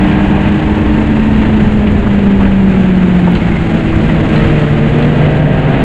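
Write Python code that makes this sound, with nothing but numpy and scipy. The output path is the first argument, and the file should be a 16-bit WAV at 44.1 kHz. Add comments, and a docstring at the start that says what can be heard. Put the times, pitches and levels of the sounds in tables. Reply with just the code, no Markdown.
"""A snowmobile on a packed trail, heard from the rider's seat. It starts at speed: track lugs drone on the
sprocket, the chain case whines, snow rushes under the skis and wind buffets the microphone.
The three-cylinder engine eases off, and around 2 s its exhaust note drops away as the sled coasts.
While it slows, bumps knock the suspension and the belt squeals. The throttle blips at 4.2 s,
then opens near 5 s and the engine picks up again."""
import sys
import numpy as np
from scipy import signal
from scipy.fft import rfft, irfft, next_fast_len
from scipy.io import wavfile
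from scipy.ndimage import uniform_filter1d, minimum_filter1d

SR = 44100
rng = np.random.default_rng(int(sys.argv[2]) if len(sys.argv) > 2 else 0)


def waveform_to_disk(signal):
    """Save audio, clipped to [-1, 1], as 16-bit WAV at the path in sys.argv[1]."""
    frames = np.transpose(np.atleast_2d(signal))
    scaled = np.clip(frames, -1, 1) * 32767
    samples = np.round(scaled).astype(np.int16)
    wavfile.write(sys.argv[1], SR, samples)


N = 257527
T = np.arange(N) / SR
SPROCKET_TEETH, TRACK_LUGS = 8, 57
CRUISE_LUG_HZ, CRUISE_FIRING_HZ = 180, 121.4


def amp(db):
    """Decibels to gain."""
    return 10 ** (np.asarray(db) / 20)


def unit_rms(x):
    """Scales to an rms of one."""
    return x / np.sqrt(np.mean(x ** 2) + 1e-20)


def curve(rows):
    """(time_s, value) rows, interpolated per sample."""
    return np.interp(T, *np.transpose(rows))


def swells_db(rows):
    """Bell-shaped rises or dips from (centre_s, half_width_s, gain_db) rows."""
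    t = np.arange(0, T[-1], 1 / 1000)
    bells_db = sum(db * np.exp(-.5 * ((t - centre_s) / width_s) ** 2) for centre_s, width_s, db in rows)
    return np.interp(T, t, bells_db)


def bursts(rows, decay_s):
    """Envelope that jumps at each (start_s, peak_db) and decays."""
    out, fall = np.zeros(N), np.exp(-T[:SR // 10] / decay_s)
    for start_s, peak_db in rows:
        part = out[round(start_s * SR):][:len(fall)]
        part += amp(peak_db) * fall[:len(part)]
    return out


def response_db(spectrum, hz):
    """A spectrum's level at hz, interpolated in log frequency."""
    freq_hz, gain_db = np.transpose(spectrum)
    return np.interp(np.log(hz + 1), np.log(freq_hz), gain_db)


def coloured(x, spectrum):
    """Filters x by a spectrum, to unit rms."""
    size = next_fast_len(N)
    gain = amp(response_db(spectrum, np.fft.rfftfreq(size, 1 / SR)))
    return unit_rms(irfft(rfft(x, size) * gain, size)[:N])


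def drift(rate_hz):
    """Smooth random motion of unit size, up to about rate_hz."""
    size, grid_hz = 8192, 1024
    lowpass = np.exp(-.5 * (np.fft.rfftfreq(size, 1 / grid_hz) / rate_hz) ** 2)
    slow = irfft(rfft(rng.standard_normal(size)) * lowpass)
    return np.interp(T, np.arange(size) / grid_hz, unit_rms(slow))


def phase_of(hz):
    """Running phase of a changing rate, in radians."""
    return 2 * np.pi * np.cumsum(hz) / SR


def tone(phase, rms_db):
    """Sine with a random starting phase."""
    return np.sqrt(2) * amp(rms_db) * np.cos(phase + 2 * np.pi * rng.random())


def noise_band(phase, width_hz):
    """Narrow noise centred on a running phase."""
    return drift(width_hz / 2) * np.cos(phase) + drift(width_hz / 2) * np.sin(phase)


# freq_hz, gain_db
WIND_SPECTRUM = [(8, -3.5), (20, 1.5), (35, 1.5), (55, 4), (90, 4), (140, -4), (220, -5.5), (320, -5),
                 (600, -25.5), (1500, -75.5)]
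# centre_s, half_width_s, gain_db
GUSTS = [(1.7, .35, 3), (2.43, .06, 6), (3.5, .03, 5.5), (4.05, .2, 2.5), (4.45, 0.048, 4)]


def wind(lug_hz, db_per_octave=3):
    """Eddies behind the windshield push on the microphone, harder at speed."""
    buffet_db = -16 + db_per_octave * np.log2(lug_hz / CRUISE_LUG_HZ) + swells_db(GUSTS)
    return amp(buffet_db + .88 * drift(7.9)) * coloured(rng.standard_normal(N), WIND_SPECTRUM)


# time_s, roughness_db
TRAIL_ROUGHNESS = [(0, -0.5), (1, 0.5), (2.2, -1), (3.9, 1), (4.35, 1.5), (5, .5), (5.4, -1), (5.84, -1.5)]
# centre_s, half_width_s, gain_db
TRAIL_HUMPS = [(.12, .08, 2.5), (.47, 0.025, 3), (1.48, 0.073, 2), (3.24, 0.042, 0), (4.37, 0.12, 3),
               (4.62, 0.037, 2.5), (5, 0.054, 3.5), (5.24, 0.075, 2.5), (5.8, 0.1, 5.5)]
# freq_hz, gain_db
CHASSIS_SPECTRUM = [(60, -4.5), (130, 14.5), (230, 15), (300, 5.5), (380, 5.5), (500, 1.5), (650, 0.5),
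                    (900, -5.5), (1200, -12.5), (2000, -28), (4000, -68.5)]
SNOW_SPECTRUM = [(400, -15), (900, -3.5), (1100, -2.5), (1300, 0), (1620, 1), (1950, 1), (2250, -1.1),
                 (2750, -2.2), (3300, -8), (4000, -16), (4600, -25), (5500, -39), (8000, -57)]
SPRAY_SPECTRUM = [(2500, -16), (4200, 0), (5000, -5.5), (5700, -9), (6400, -4.5), (7100, -2.5),
                  (8000, -6.5), (9000, -13), (10200, -16.5), (11500, -36), (13000, -40), (15800, -37.5)]


def running_gear(lug_hz, firing_phase, crumbs_per_s=250):
    """The chassis rumbles and snow rushes and sprays, throbbing with each sprocket turn and track lap."""
    trail_db, hump_db = curve(TRAIL_ROUGHNESS), swells_db(TRAIL_HUMPS)
    rumble_db = -15.5 + .55 * trail_db + hump_db
    rush_db = -27 + trail_db + hump_db
    spray_db = -50.5 + 1.8 * trail_db + .36 * hump_db + 1.5 * np.log2(lug_hz / CRUISE_LUG_HZ)
    lug_phase = phase_of(lug_hz)
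    throb_db = .53 * np.cos(lug_phase / SPROCKET_TEETH) + .5 * np.cos(lug_phase / TRACK_LUGS)
    throb_db += .9 * drift(45)
    beat = 1 + .059 * np.cos(lug_phase) + .063 * np.cos(firing_phase)
    rumble, rush, spray = rng.standard_normal((3, N)) * beat * amp(throb_db)
    # crumbs of crust pelt the tunnel
    crumbs = (rng.random(N) < crumbs_per_s / SR) * rng.standard_normal(N) * amp(7.5)
    return (amp(rumble_db) * coloured(rumble, CHASSIS_SPECTRUM)
            + amp(rush_db + .5 * drift(37)) * coloured(rush + crumbs, SNOW_SPECTRUM)
            + amp(spray_db + 1.3 * drift(33)) * coloured(spray + crumbs, SPRAY_SPECTRUM))


# start_s, peak_db
TICKS = [(.789, -36), (3.321, -30), (4.690, -31)]


def ticks():
    """Thin, sharp bursts of noise."""
    return bursts(TICKS, decay_s=.0003) * rng.standard_normal(N)


# centre_s, half_width_s, gain_db
THIN_RING_SWELLS = [(1.7, .5, 8.5), (3.2, .4, 8)]


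def thin_ring(pitch_hz=7050):
    """A faint treble ring that swells twice."""
    return amp(-70 + swells_db(THIN_RING_SWELLS)) * noise_band(2 * np.pi * pitch_hz * T, width_hz=300)


# start_s, clatter_db, centre_hz, decay_s, ring_db
BUMPS = [(1.447, -12.5, 1200, 0.009, -46), (1.867, -14, 2100, 0.0077, -42), (2.062, -8, 840, 0.01, -42),
         (2.403, -9.5, 800, 0.015, -52), (2.452, -11, 1300, 0.0049, -43), (3.271, -6.5, 610, 0.01, -48),
         (3.351, -12.5, 2170, 0.0051, -23.5), (3.369, -25, 2400, 0.0056, -30),
         (3.928, -10.5, 1000, 0.0068, -55), (4.357, -13, 2200, 0.0057, -24.5),
         (4.377, -22, 3300, 0.004, -25), (5.024, -17, 3200, 0.0054, -28), (5.226, -19, 1700, 0.0094, -48)]
# pitch_hz, gain_db, t60_s
STEEL_MODES = [(3550, -5, 0.058), (4030, 5.5, 0.052), (4130, -3.5, 0.07), (4524, -3.5, 0.081),
               (6170, -16, 0.071)]


def knocks(rise_share=.6, ring_rise_s=.001):
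    """Suspension and skis hit bumps with a short, dull clatter; hard hits ring the steel."""
    out = np.zeros(N)
    t = np.arange(SR // 8) / SR
    hz = np.fft.rfftfreq(len(t), 1 / SR)
    for start_s, clatter_db, centre_hz, decay_s, ring_db in BUMPS:
        band = np.exp(-.5 * (np.log((hz + 1) / centre_hz) / .51) ** 2) / (1 + (hz / 3700) ** 8)
        clatter = unit_rms(irfft(rfft(rng.standard_normal(len(t))) * band, len(t)))
        clatter *= np.exp(-t / decay_s) * (1 - np.exp(-t / (rise_share * decay_s)))
        ring = sum(tone(2 * np.pi * pitch_hz * t, gain_db - 60 * t / t60_s)
                   for pitch_hz, gain_db, t60_s in STEEL_MODES)
        ring *= 1 - np.exp(-t / ring_rise_s)
        part = out[round(start_s * SR):][:len(t)]
        part += (amp(clatter_db) * clatter + amp(ring_db - 12.5) * ring)[:len(part)]
    return out


def cracks():
    """Each knock opens with a bright crack, scaled to its steel ring."""
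    envelope = bursts([(start_s, ring_db - 14) for start_s, *_, ring_db in BUMPS], decay_s=.0033)
    return envelope * coloured(rng.standard_normal(N), SPRAY_SPECTRUM)


# pitch_hz, width_hz, level_db
PANEL_MODES = [(1603, 51, -36), (1946, 100, -39), (2490, 70, -44.5)]


def hood_panels(throttle_db):
    """The engine shakes the hood's panels into ringing, louder under throttle."""
    modes = sum(amp(level_db) * noise_band(2 * np.pi * pitch_hz * T, width_hz)
                for pitch_hz, width_hz, level_db in PANEL_MODES)
    return amp(.32 * throttle_db) * modes


# lug_order, width_hz, level_db, swell_centre_s, swell_half_width_s, swell_db
CHAIN_LINES = [(4.21, 21, -43, 1.3, .45, 11), (8.43, 30, -41, 4.55, 0.21, 6)]


def chain_whine(lug_phase):
    """The chain meshes unevenly: fuzzy lines in step with the track, each swelling once."""
    return sum(amp(level_db + swells_db([swell])) * noise_band(order * lug_phase, width_hz)
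               for order, width_hz, level_db, *swell in CHAIN_LINES)


# centre_s, half_width_s, gain_db
BELT_SQUEALS = [(1.4, 0.44, 8), (3.45, 0.23, 8.4), (3.42, 0.008, 9), (3.52, .012, 9.6), (3.573, .013, 9.6),
                (4.5, .6, 9), (4.1, .012, 11)]


def belt_squeal(lug_phase, lug_order=12.5, chatter_db=4):
    """The belt squeals and chirps, gripping and slipping once per sprocket turn."""
    slip_db = chatter_db * (np.cos(lug_phase / SPROCKET_TEETH) - .5)
    level_db = -47.5 + swells_db(BELT_SQUEALS) + slip_db
    return amp(level_db) * noise_band(lug_order * lug_phase, width_hz=170)


# freq_hz, gain_db
CLATTER_SPECTRUM = [(500, -14.5), (850, 2.5), (1100, 1), (1350, -5.5), (1620, 1.5), (1950, 0.5),
                    (2150, -5.5), (2500, -3), (2900, -3.5), (3400, -15), (4000, -25), (5500, -45.5)]


def valve_clatter(firing_phase, firing_hz, throttle_db):
    """Valves and gears repeat one clatter every six firings, louder at high revs."""
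    cycle = rng.standard_normal(1500)
    cycles_done = firing_phase / (6 * 2 * np.pi)
    clatter = np.interp(cycles_done, np.arange(len(cycle)) / len(cycle), cycle, period=1)
    revs_db = 24 * np.log2(firing_hz / firing_hz.max())
    return amp(-26 + throttle_db + revs_db) * coloured(clatter, CLATTER_SPECTRUM)


def intake(firing_phase, throttle_db, firing_order=4.8):
    """Air drawn past the throttle roars in a band that climbs with engine speed."""
    return amp(-32 + throttle_db) * noise_band(firing_order * firing_phase, width_hz=240)


# firing_order, level_db
UPPER_ORDERS = [(8 / 3, -34), (10 / 3, -39.5), (4, -28.5), (14 / 3, -32.5), (5, -28.5), (16 / 3, -38),
                (17 / 3, -36), (6, -32.5), (7, -36.5), (7.3, -41)]
# freq_hz, gain_db
HOOD_RESPONSE = [(300, 2.5), (390, 1), (465, 3.5), (520, -2.5), (610, -2), (690, -2.5), (780, -2.5),
                 (920, -1.5), (1100, 0)]


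def engine_buzz(firing_phase, firing_hz, throttle_db):
    """Upper firing orders, coloured by the hood; unequal cylinders put thirds between them."""
    out = np.zeros(N)
    for order, level_db in UPPER_ORDERS:
        hood_db = response_db(HOOD_RESPONSE, order * firing_hz)
        out += tone(order * firing_phase, level_db + hood_db + .75 * throttle_db + 2.2 * drift(13))
    return out


# freq_hz, level_db
PIPE_RESPONSE = [(110, -23), (135, -19.5), (152, -20.5), (220, -19.5), (235, -17), (250, -25), (272, -23),
                 (305, -15.5), (335, -24.5), (380, -28.5), (460, -35)]


def exhaust(firing_phase, firing_hz, throttle_db, coast_from_s=1.7, coast_to_s=2.55, fade_s=.53):
    """The lowest three firing orders sound through the pipe and drop away while the sled coasts."""
    coasting = np.clip(.5 + np.minimum(T - coast_from_s, coast_to_s - T) / fade_s, 0, 1)
    load_db = .14 * throttle_db - 19 * coasting
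    out = np.zeros(N)
    for order in (1, 2, 3):
        pipe_db = response_db(PIPE_RESPONSE, order * firing_hz)
        push_db = .28 * throttle_db if order == 1 else 0
        out += tone(order * firing_phase, pipe_db + load_db + push_db + 2 * drift(30))
    return out


# time_s, level_db
DRONE_LEVEL = [(0, -11.5), (.65, -14.5), (1.35, -11.5), (1.95, -12.5), (2.35, -8), (3.31, -8.5),
               (3.36, -16), (3.8, -19.5), (4, -13), (4.35, -15.5), (4.6, -12.5), (5.3, -11), (5.84, -14.5)]
# centre_s, half_width_s, gain_db
DRONE_DIPS = [(.62, 0.025, -10), (2.03, 0.03, -8), (3.88, 0.044, -5), (5.73, 0.04, -8)]
# freq_hz, level_db
TUNNEL_RESPONSE = [(290, -26), (340, -30), (400, -24), (455, -23.5), (520, -42), (600, -31), (700, -44.5),
                   (900, -41), (1400, -46.5)]


def track(lug_hz, firing_hz, roar_order=4.4):
    """Rubber lugs strike the sprocket: a deep drone, overtones coloured by the tunnel, and a roar."""
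    phase = phase_of(lug_hz) + .1 * drift(41)
    drone = tone(phase, curve(DRONE_LEVEL) + swells_db(DRONE_DIPS) + .62 * drift(21))
    # revs pull the track taut, so it slaps less
    slap_db = -2 - 17.5 * np.log2(firing_hz / CRUISE_FIRING_HZ)
    overtones = np.zeros(N)
    for order in range(2, 8):
        tunnel_db = response_db(TUNNEL_RESPONSE, order * lug_hz)
        overtones += tone(order * phase + .32 * drift(27), tunnel_db + slap_db + 2 * drift(16))
    roar = amp(-34) * noise_band(roar_order * phase, width_hz=220)
    return drone + overtones + roar


# time_s, lug_hz
TRACK_SPEED = [(0, 192.3), (.2, 196.1), (.85, 213.5), (1.2, 217.1), (1.5, 215.4), (1.8, 209.3),
               (2.15, 200.6), (2.6, 193.5), (3.8, 164.7), (4.4, 152.4), (4.75, 148.3), (5.5, 151.3),
               (5.84, 151.6)]
# time_s, firing_hz
ENGINE_SPEED = [(0, 150.7), (.6, 155.6), (.95, 152.5), (1.4, 139), (1.6, 129.8), (2.1, 120.2),
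                (2.55, 115.2), (3.25, 112.8), (3.8, 108.8), (4.3, 107.5), (4.75, 111.5), (5.3, 127),
                (5.84, 134.4)]
# time_s, throttle_db
THROTTLE = [(0, 1), (.3, -.5), (1.3, -12.5), (3.2, -17.5), (4.2, -5), (4.6, -14.5), (5.05, 3), (5.84, 2.5)]


def scene():
    """Ground speed drives track, chain, belt and wind; revs and throttle drive the engine. Mono."""
    lug_hz, firing_hz, throttle_db = curve(TRACK_SPEED), curve(ENGINE_SPEED), curve(THROTTLE)
    lug_phase = phase_of(lug_hz)
    firing_phase = phase_of(firing_hz * (1 + .0012 * drift(10.8)))
    drive = track(lug_hz, firing_hz) + chain_whine(lug_phase) + belt_squeal(lug_phase)
    engine = (exhaust(firing_phase, firing_hz, throttle_db)
              + engine_buzz(firing_phase, firing_hz, throttle_db)
              + intake(firing_phase, throttle_db)
              + valve_clatter(firing_phase, firing_hz, throttle_db)
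              + hood_panels(throttle_db))
    background = thin_ring() + running_gear(lug_hz, firing_phase) + wind(lug_hz)
    return (drive + engine + background + knocks() + cracks() + ticks())[None]


def record(dry, ceiling=1.03, cutoff_hz=15900):
    """A fast limiter holds peaks near full scale, the tips clip, then a low-pass."""
    gain = np.minimum(1, ceiling / (abs(dry) + 1e-9))
    gain = minimum_filter1d(gain, size=201)
    gain = uniform_filter1d(uniform_filter1d(gain, size=101), size=101)
    limited = np.clip(dry * gain, -1, 1)
    lowpass = signal.firwin(511, cutoff_hz, window=("kaiser", 9), fs=SR)
    return signal.oaconvolve(limited, lowpass[None], "same")


dry = scene()
out = record(dry)
waveform_to_disk(out)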